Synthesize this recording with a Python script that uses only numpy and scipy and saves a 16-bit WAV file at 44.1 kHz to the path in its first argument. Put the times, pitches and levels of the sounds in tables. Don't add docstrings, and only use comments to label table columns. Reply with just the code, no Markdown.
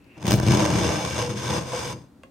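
import sys
import numpy as np
from scipy import signal
from scipy.fft import rfft, irfft
from scipy.io import wavfile

SR = 44100
rng = np.random.default_rng(int(sys.argv[2]) if len(sys.argv) > 2 else 0)


def dump_mix(stems):
    frames = np.atleast_2d(stems).T
    limited = np.clip(frames, -1, 1)
    pcm = np.round(limited * 32767).astype(np.int16)
    wavfile.write(sys.argv[1], SR, pcm)


N = 101430
T = np.arange(N) / SR

# (time [s], edge rasp [dB], housing growl [dB], worktop rumble [dB])
STROKE_LEVELS = [(0.17, -60, -47, -42), (0.206, -52.5, -43.5, -41), (0.248, -37.5, -33, -23.5),
                 (0.278, -26.5, -24, -19), (0.332, -33, -38, -19), (0.388, -41, -36.5, -23),
                 (0.4, -46, -24, -46), (0.416, -40.5, -38, -28.5), (0.488, -26, -24, -13.5),
                 (0.51, -24.5, -19.5, -13.5), (0.682, -32, -23.5, -27), (0.714, -31, -26, -20),
                 (0.84, -30, -26.5, -20.5), (0.992, -34, -30.5, -31), (1.148, -34, -36, -29),
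                 (1.184, -31.5, -27.5, -31.5), (1.352, -43, -40.5, -31.5), (1.384, -37.5, -39, -34),
                 (1.556, -35.5, -26.5, -26), (1.646, -46.5, -39.5, -34.5), (1.714, -41.5, -34, -39),
                 (1.74, -38, -28, -35), (1.776, -37.5, -33.5, -37.5), (1.928, -40, -36, -37),
                 (1.95, -54, -47, -39), (2.05, -63, -56, -56)]
# (time [s], stick-slip flutter depth [dB], grinding trim [dB])
GRIP = [(0.2, 6, -3), (0.27, 3, -5), (0.3, 0.5, -1), (0.37, 7.2, 1), (0.42, 3, -0.5), (0.49, -1, -7.5),
        (0.6, 3, -1.5), (0.85, 1.5, 0.5), (1.3, 2.5, 0.5), (1.9, 1, 1.5)]
# (time [s], grit burst [dB], thump [dB])
CATCHES = [(0.228, -37.5, -52), (0.247, -43, -14), (0.257, -38.5, -19), (0.2682, -25.5, -30),
           (0.2796, -26, -21), (0.3092, -20.5, -21), (0.32, -21, -13.5), (0.330, -24, -8),
           (0.339, -24.5, -4.5), (0.400, -31, -11), (0.432, -31, -7), (0.466, -29.5, -8.5),
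           (0.476, -29, -12), (0.4851, -25.5, -5.5), (0.5001, -34, -8), (0.509, -27, -8.5),
           (0.521, -23, -11), (0.538, -26, -7), (0.549, -21.5, -10), (0.572, -24, -20), (0.598, -29, -16.5),
           (0.653, -23.5, -23), (0.661, -23.5, -27), (0.737, -31, -12.5), (1.051, -25.5, -42),
           (1.48, -33, -32), (1.568, -36, -20)]
# (time [s], level [dB])
CHIP_SNAPS = [(0.044, -59), (1.7708, -44)]
# (frequency [Hz], gain [dB])
EDGE_EQ = [(500, -39.5), (1100, -2), (1500, 1), (2500, -1), (4300, -4.5), (6200, -3.5), (7300, -7.5),
           (9500, -11.5), (12000, -19.5), (14500, -22), (15700, -32)]
HOUSING_EQ = [(150, -21), (310, -11), (480, 0.5), (750, -4.5), (1080, -3), (1400, -11), (2500, -20),
              (8000, -54)]
WORKTOP_EQ = [(25, -38.5), (50, -15), (72, 0.5), (120, 4.5), (220, -3), (350, -1.5), (520, -11.5),
              (1000, -20), (4000, -75.5)]
SIZZLE_EQ = [(1000, -25), (4000, 7), (7000, -4), (10000, -2.5), (13500, -4), (15500, 0.5)]
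SLIDE_EQ = [(800, -21.5), (1900, -14), (2700, -4.5), (3300, -27), (9000, -41)]
TAP_CRACK_EQ = [(500, -14), (2800, 0), (5000, -3), (9000, -13), (15000, -24)]
ROOM_TONE_EQ = [(25, -22), (70, -3.5), (150, -3), (290, 0), (400, -9), (614, -15), (1340, -23.5),
                (2300, -30.5), (3720, -33), (11500, -41.5), (15500, -44)]
# (frequency [Hz], width [Hz], boost [dB])
EDGE_MODES = [(1563, 110, 8.5), (2298, 147, 9.5), (2761, 57, 9), (2990, 200, 6), (3522, 223, 10),
              (5190, 520, 9), (6210, 266, 9.5), (6444, 214, 6.5), (8390, 430, 5)]
POINT_MODES = [(4803, 55, 15), (8250, 810, 4), (13000, 8100, 3.8)]
HOUSING_HEEL_MODES = [(303.7, 63, 22.2), (390, 40, 3.7), (480, 36, 4.9), (595.5, 35, 9.5), (642.4, 23, 11),
                      (784, 18, 8.6), (877, 66, 4.6), (960, 99, 4.7), (1033, 23, 3.6), (1173, 12, 5.2)]
HOUSING_TIP_MODES = [(489, 20.3, 14.2), (521.7, 20, 8), (613, 24, 5.3), (859, 28, 8), (963, 48, 5.8),
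                     (989, 31, 4.5), (1062, 26, 9.4)]
WORKTOP_MODES = [(80, 13, 3.7), (110.5, 23, 5.5), (128.4, 13.5, 5.2), (157.5, 5.1, 6), (170.8, 25, 6.3),
                 (207.4, 21, 10), (336.4, 27, 6.2)]
SIZZLE_MODES = [(8550, 440, 11), (11650, 410, 11.5), (15300, 400, 3.6)]
# (frequency [Hz], level [dB], time to fall 60 dB [s])
TAP_MODES = [(535, -4, 0.18), (580, -6, 0.085), (1096, -1.5, .04), (1590, -1, 0.02), (2060, -7, 0.043),
             (2750, -3, 0.019), (3220, -4, 0.016), (8100, -18, .01)]
# (frequency [Hz], side over middle [dB], left over right [dB])
IMAGE = [(60, -3, 5), (151, -30, 2.5), (300, -15.5, 1.5), (580, -4.5, 0.2), (2550, -5.5, -0.3),
         (3400, -8, 2), (4200, 1, 2.5), (5300, -7.5, 1.5), (6500, -5.5, 1.5), (8200, -2.5, 6),
         (9800, -2, 4), (14000, 0, 0)]

EDGE_DB, HOUSING_DB, WORKTOP_DB = -1, -2, -1
CATCH_DB, CATCH_GROWL_DB, THUMP_DB, THUMP_LAG_S = 1.5, 0.5, -5.5, 0.00047
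SLIPS_PER_S, SLIP_JITTER, SLIP_FALL_S, SLIP_SPREAD_DB = 98, .26, 0.0057, 2.5
JERK_SHARE = 0.54
GRAINS_PER_S, GRAIN_SPREAD_DB = 14000, 2.5
MIDWAY_S, POINT_S, HANDOVER_S = 1.02, 1.628, 0.1
STALL_S, STALL_WIDTH_S, STALL_DB = 1.347, 0.0059, -6
EXIT_S, EXIT_FALL_S, EXIT_DB = 1.938, 0.0025, -3
CRUNCH_DB, BITE_S, CRUNCH_FADE_DB_PER_S = -4.5, 0.357, 83
SKID_DB, SIZZLE_LEFT_DB, SLIDE_DB = -41, 15.5, -56.5
TAP_S, TAP_DB, TAP_CRACK_DB = 2.2335, -41.5, -47.5
TAP_TRAVEL_S = 0.00158
ROOM_T60_S, PREDELAY_S, KNIFE_SEND_DB, TAP_SEND_DB = 0.2, 0.0037, -12, -5.5
ROOM_TONE_DB, CUTOFF_HZ = -53.5, 15800


def sharpening():
    edge_db, housing_db, worktop_db = in_time(STROKE_LEVELS)
    depth_db, trim_db = in_time(GRIP)
    contact = from_db(trim_db) * np.interp(T, [.15, .18, 2.03, 2.1], [0, 1, 1, 0])
    jerks, flutter = stick_slip()
    makeup_db = -depth_db ** 2 * np.log(10) / 20
    grinding = contact * from_db(release_db() + depth_db * flutter + makeup_db)
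    bursts = catches()
    rasp = grit() * np.hypot(grinding * from_db(edge_db + EDGE_DB), bursts)
    edge = handover(rasp, POINT_S, EDGE_EQ, EDGE_MODES, [*EDGE_MODES, *POINT_MODES])
    growl_bursts = bursts * from_db(CATCH_GROWL_DB)
    growl = grit() * np.hypot(grinding * from_db(housing_db + HOUSING_DB), growl_bursts)
    housing = handover(growl, MIDWAY_S, HOUSING_EQ, HOUSING_HEEL_MODES, HOUSING_TIP_MODES)
    rumble = worktop(contact * from_db(worktop_db + WORKTOP_DB), jerks)
    return stereo(*(edge + housing + rumble))


def grit():
    sizes_db = GRAIN_SPREAD_DB * np.minimum(rng.exponential(1, (2, N)), 5)
    grains = from_db(sizes_db) * rng.choice([-1, 1], (2, N))
    return rms_one(grains * (rng.random((2, N)) < GRAINS_PER_S / SR))


def stick_slip(count=400):
    gap, size = rng.standard_normal((count, 2)).T
    times = np.cumsum(np.exp(SLIP_JITTER * gap)) / SLIPS_PER_S
    jerks = clicks(times, from_db(SLIP_SPREAD_DB * size))
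    pole = np.exp(-2 / (SLIP_FALL_S * SR))
    flutter = np.sqrt(signal.lfilter([1], [1, -2 * pole, pole * pole], jerks + 1e-12))
    return rms_one(jerks), rms_one(flutter - flutter.mean())


def catches():
    return sum(from_db(db + CATCH_DB) * swell(s, rise_s=.0012, fall_s=.0016) for s, db, _ in CATCHES)


def release_db():
    stall = np.exp(-((T - STALL_S) / STALL_WIDTH_S) ** 2)
    slipped_out = .5 + .5 * np.tanh((T - EXIT_S) / EXIT_FALL_S)
    return STALL_DB * stall + EXIT_DB * slipped_out


def handover(drive, at_s, eq, early_modes, late_modes):
    share = .5 + .5 * np.tanh((T - at_s) / HANDOVER_S)
    early = filtered(drive * np.sqrt(1 - share), body(eq, early_modes))
    return early + filtered(drive * np.sqrt(share), body(eq, late_modes))


def worktop(level, jerks):
    board = body(WORKTOP_EQ, WORKTOP_MODES)
    mid_only = [[1], [0]]
    push = level * (np.sqrt(1 - JERK_SHARE) * grit() + np.sqrt(JERK_SHARE) * jerks * mid_only)
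    times, _, thump_db = np.transpose(CATCHES)
    thumps = clicks(times + THUMP_LAG_S, from_db(thump_db + THUMP_DB)) / irfft(board).max()
    return filtered(push + thumps * mid_only, board)


def sizzle():
    crunch = catches() * from_db(CRUNCH_DB - CRUNCH_FADE_DB_PER_S * np.abs(T - BITE_S))
    skid = from_db(SKID_DB) * swell(.36, rise_s=.019, fall_s=.013)
    snaps = sum(from_db(db) * swell(s, rise_s=.0002, fall_s=.0004) for s, db in CHIP_SNAPS)
    pan = from_db(SIZZLE_LEFT_DB * np.array([[.5], [-.5]]))
    return pan * filtered(grit() * (crunch + skid + snaps), body(SIZZLE_EQ, SIZZLE_MODES))


def slide():
    scrape = grit() * from_db(SLIDE_DB) * swell(.15, rise_s=.092, fall_s=.12)
    return stereo(*filtered(scrape, body(SLIDE_EQ)))


def tap():
    envelope = from_db(TAP_CRACK_DB) * swell(TAP_S + TAP_TRAVEL_S / 2, rise_s=.0002, fall_s=.0021)
    knock = filtered(grit()[0] * envelope, body(TAP_CRACK_EQ))
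    for hz, db, t60 in TAP_MODES:
        age = np.maximum(T - TAP_S - TAP_TRAVEL_S * np.sqrt(1000 / hz), 0)
        knock += from_db(TAP_DB + db - 60 * age / t60) * np.sin(2 * np.pi * hz * age)
    return knock


def kitchen_reverb(send):
    tail = rng.standard_normal((2, N)) * from_db(-60 * T / ROOM_T60_S) * (T > PREDELAY_S)
    return filtered(send, rfft(rms_one(tail) / np.sqrt(N), 2 * N))


def room_tone():
    return from_db(ROOM_TONE_DB) * stereo(*filtered(rng.standard_normal((2, N)), body(ROOM_TONE_EQ)))


def body(eq, modes=()):
    hz, db = in_hz(eq)
    db = db + sum(boost / (1 + (2 * (hz - f) / width) ** 2) for f, width, boost in modes)
    cepstrum = irfft(np.log(rms_one(from_db(db))))
    minimum_phase = np.r_[1, np.full(N - 1, 2), 1, np.zeros(N - 1)]
    return np.exp(rfft(cepstrum * minimum_phase))


def stereo(mid, side):
    _, side_db, left_db = in_hz(IMAGE)
    side, pan = filtered(side, from_db(side_db)), from_db(left_db / 2)
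    return np.array([filtered(mid + side, pan), filtered(mid - side, 1 / pan)])


def swell(peak_s, rise_s, fall_s):
    return np.exp(-np.maximum((peak_s - T) / rise_s, (T - peak_s) / fall_s))


def clicks(times, sizes):
    return np.bincount((np.abs(times) * SR).astype(int), sizes, N)[:N]


def in_time(rows):
    times, *columns = np.transpose(rows)
    return [np.interp(T, times, c) for c in columns]


def in_hz(rows):
    hz = np.maximum(np.arange(N + 1) * SR / (2 * N), 1)
    points, *columns = np.transpose(rows)
    return [hz] + [np.interp(np.log(hz), np.log(points), c) for c in columns]


def filtered(x, response):
    return irfft(rfft(x, 2 * N) * response)[..., :N]


def from_db(db):
    return 10 ** (np.asarray(db) / 20)


def rms_one(x):
    return x / np.sqrt(np.mean(x ** 2) + 1e-20)


def scene():
    knife = slide() + sharpening() + sizzle()
    knock = tap()
    send = from_db(KNIFE_SEND_DB) * knife + from_db(TAP_SEND_DB) * knock
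    return knife + knock + room_tone() + kitchen_reverb(send)


def record(dry):
    return signal.sosfilt(signal.ellip(12, .1, 80, CUTOFF_HZ, fs=SR, output="sos"), dry)


dry = scene()
out = record(dry)
dump_mix(out)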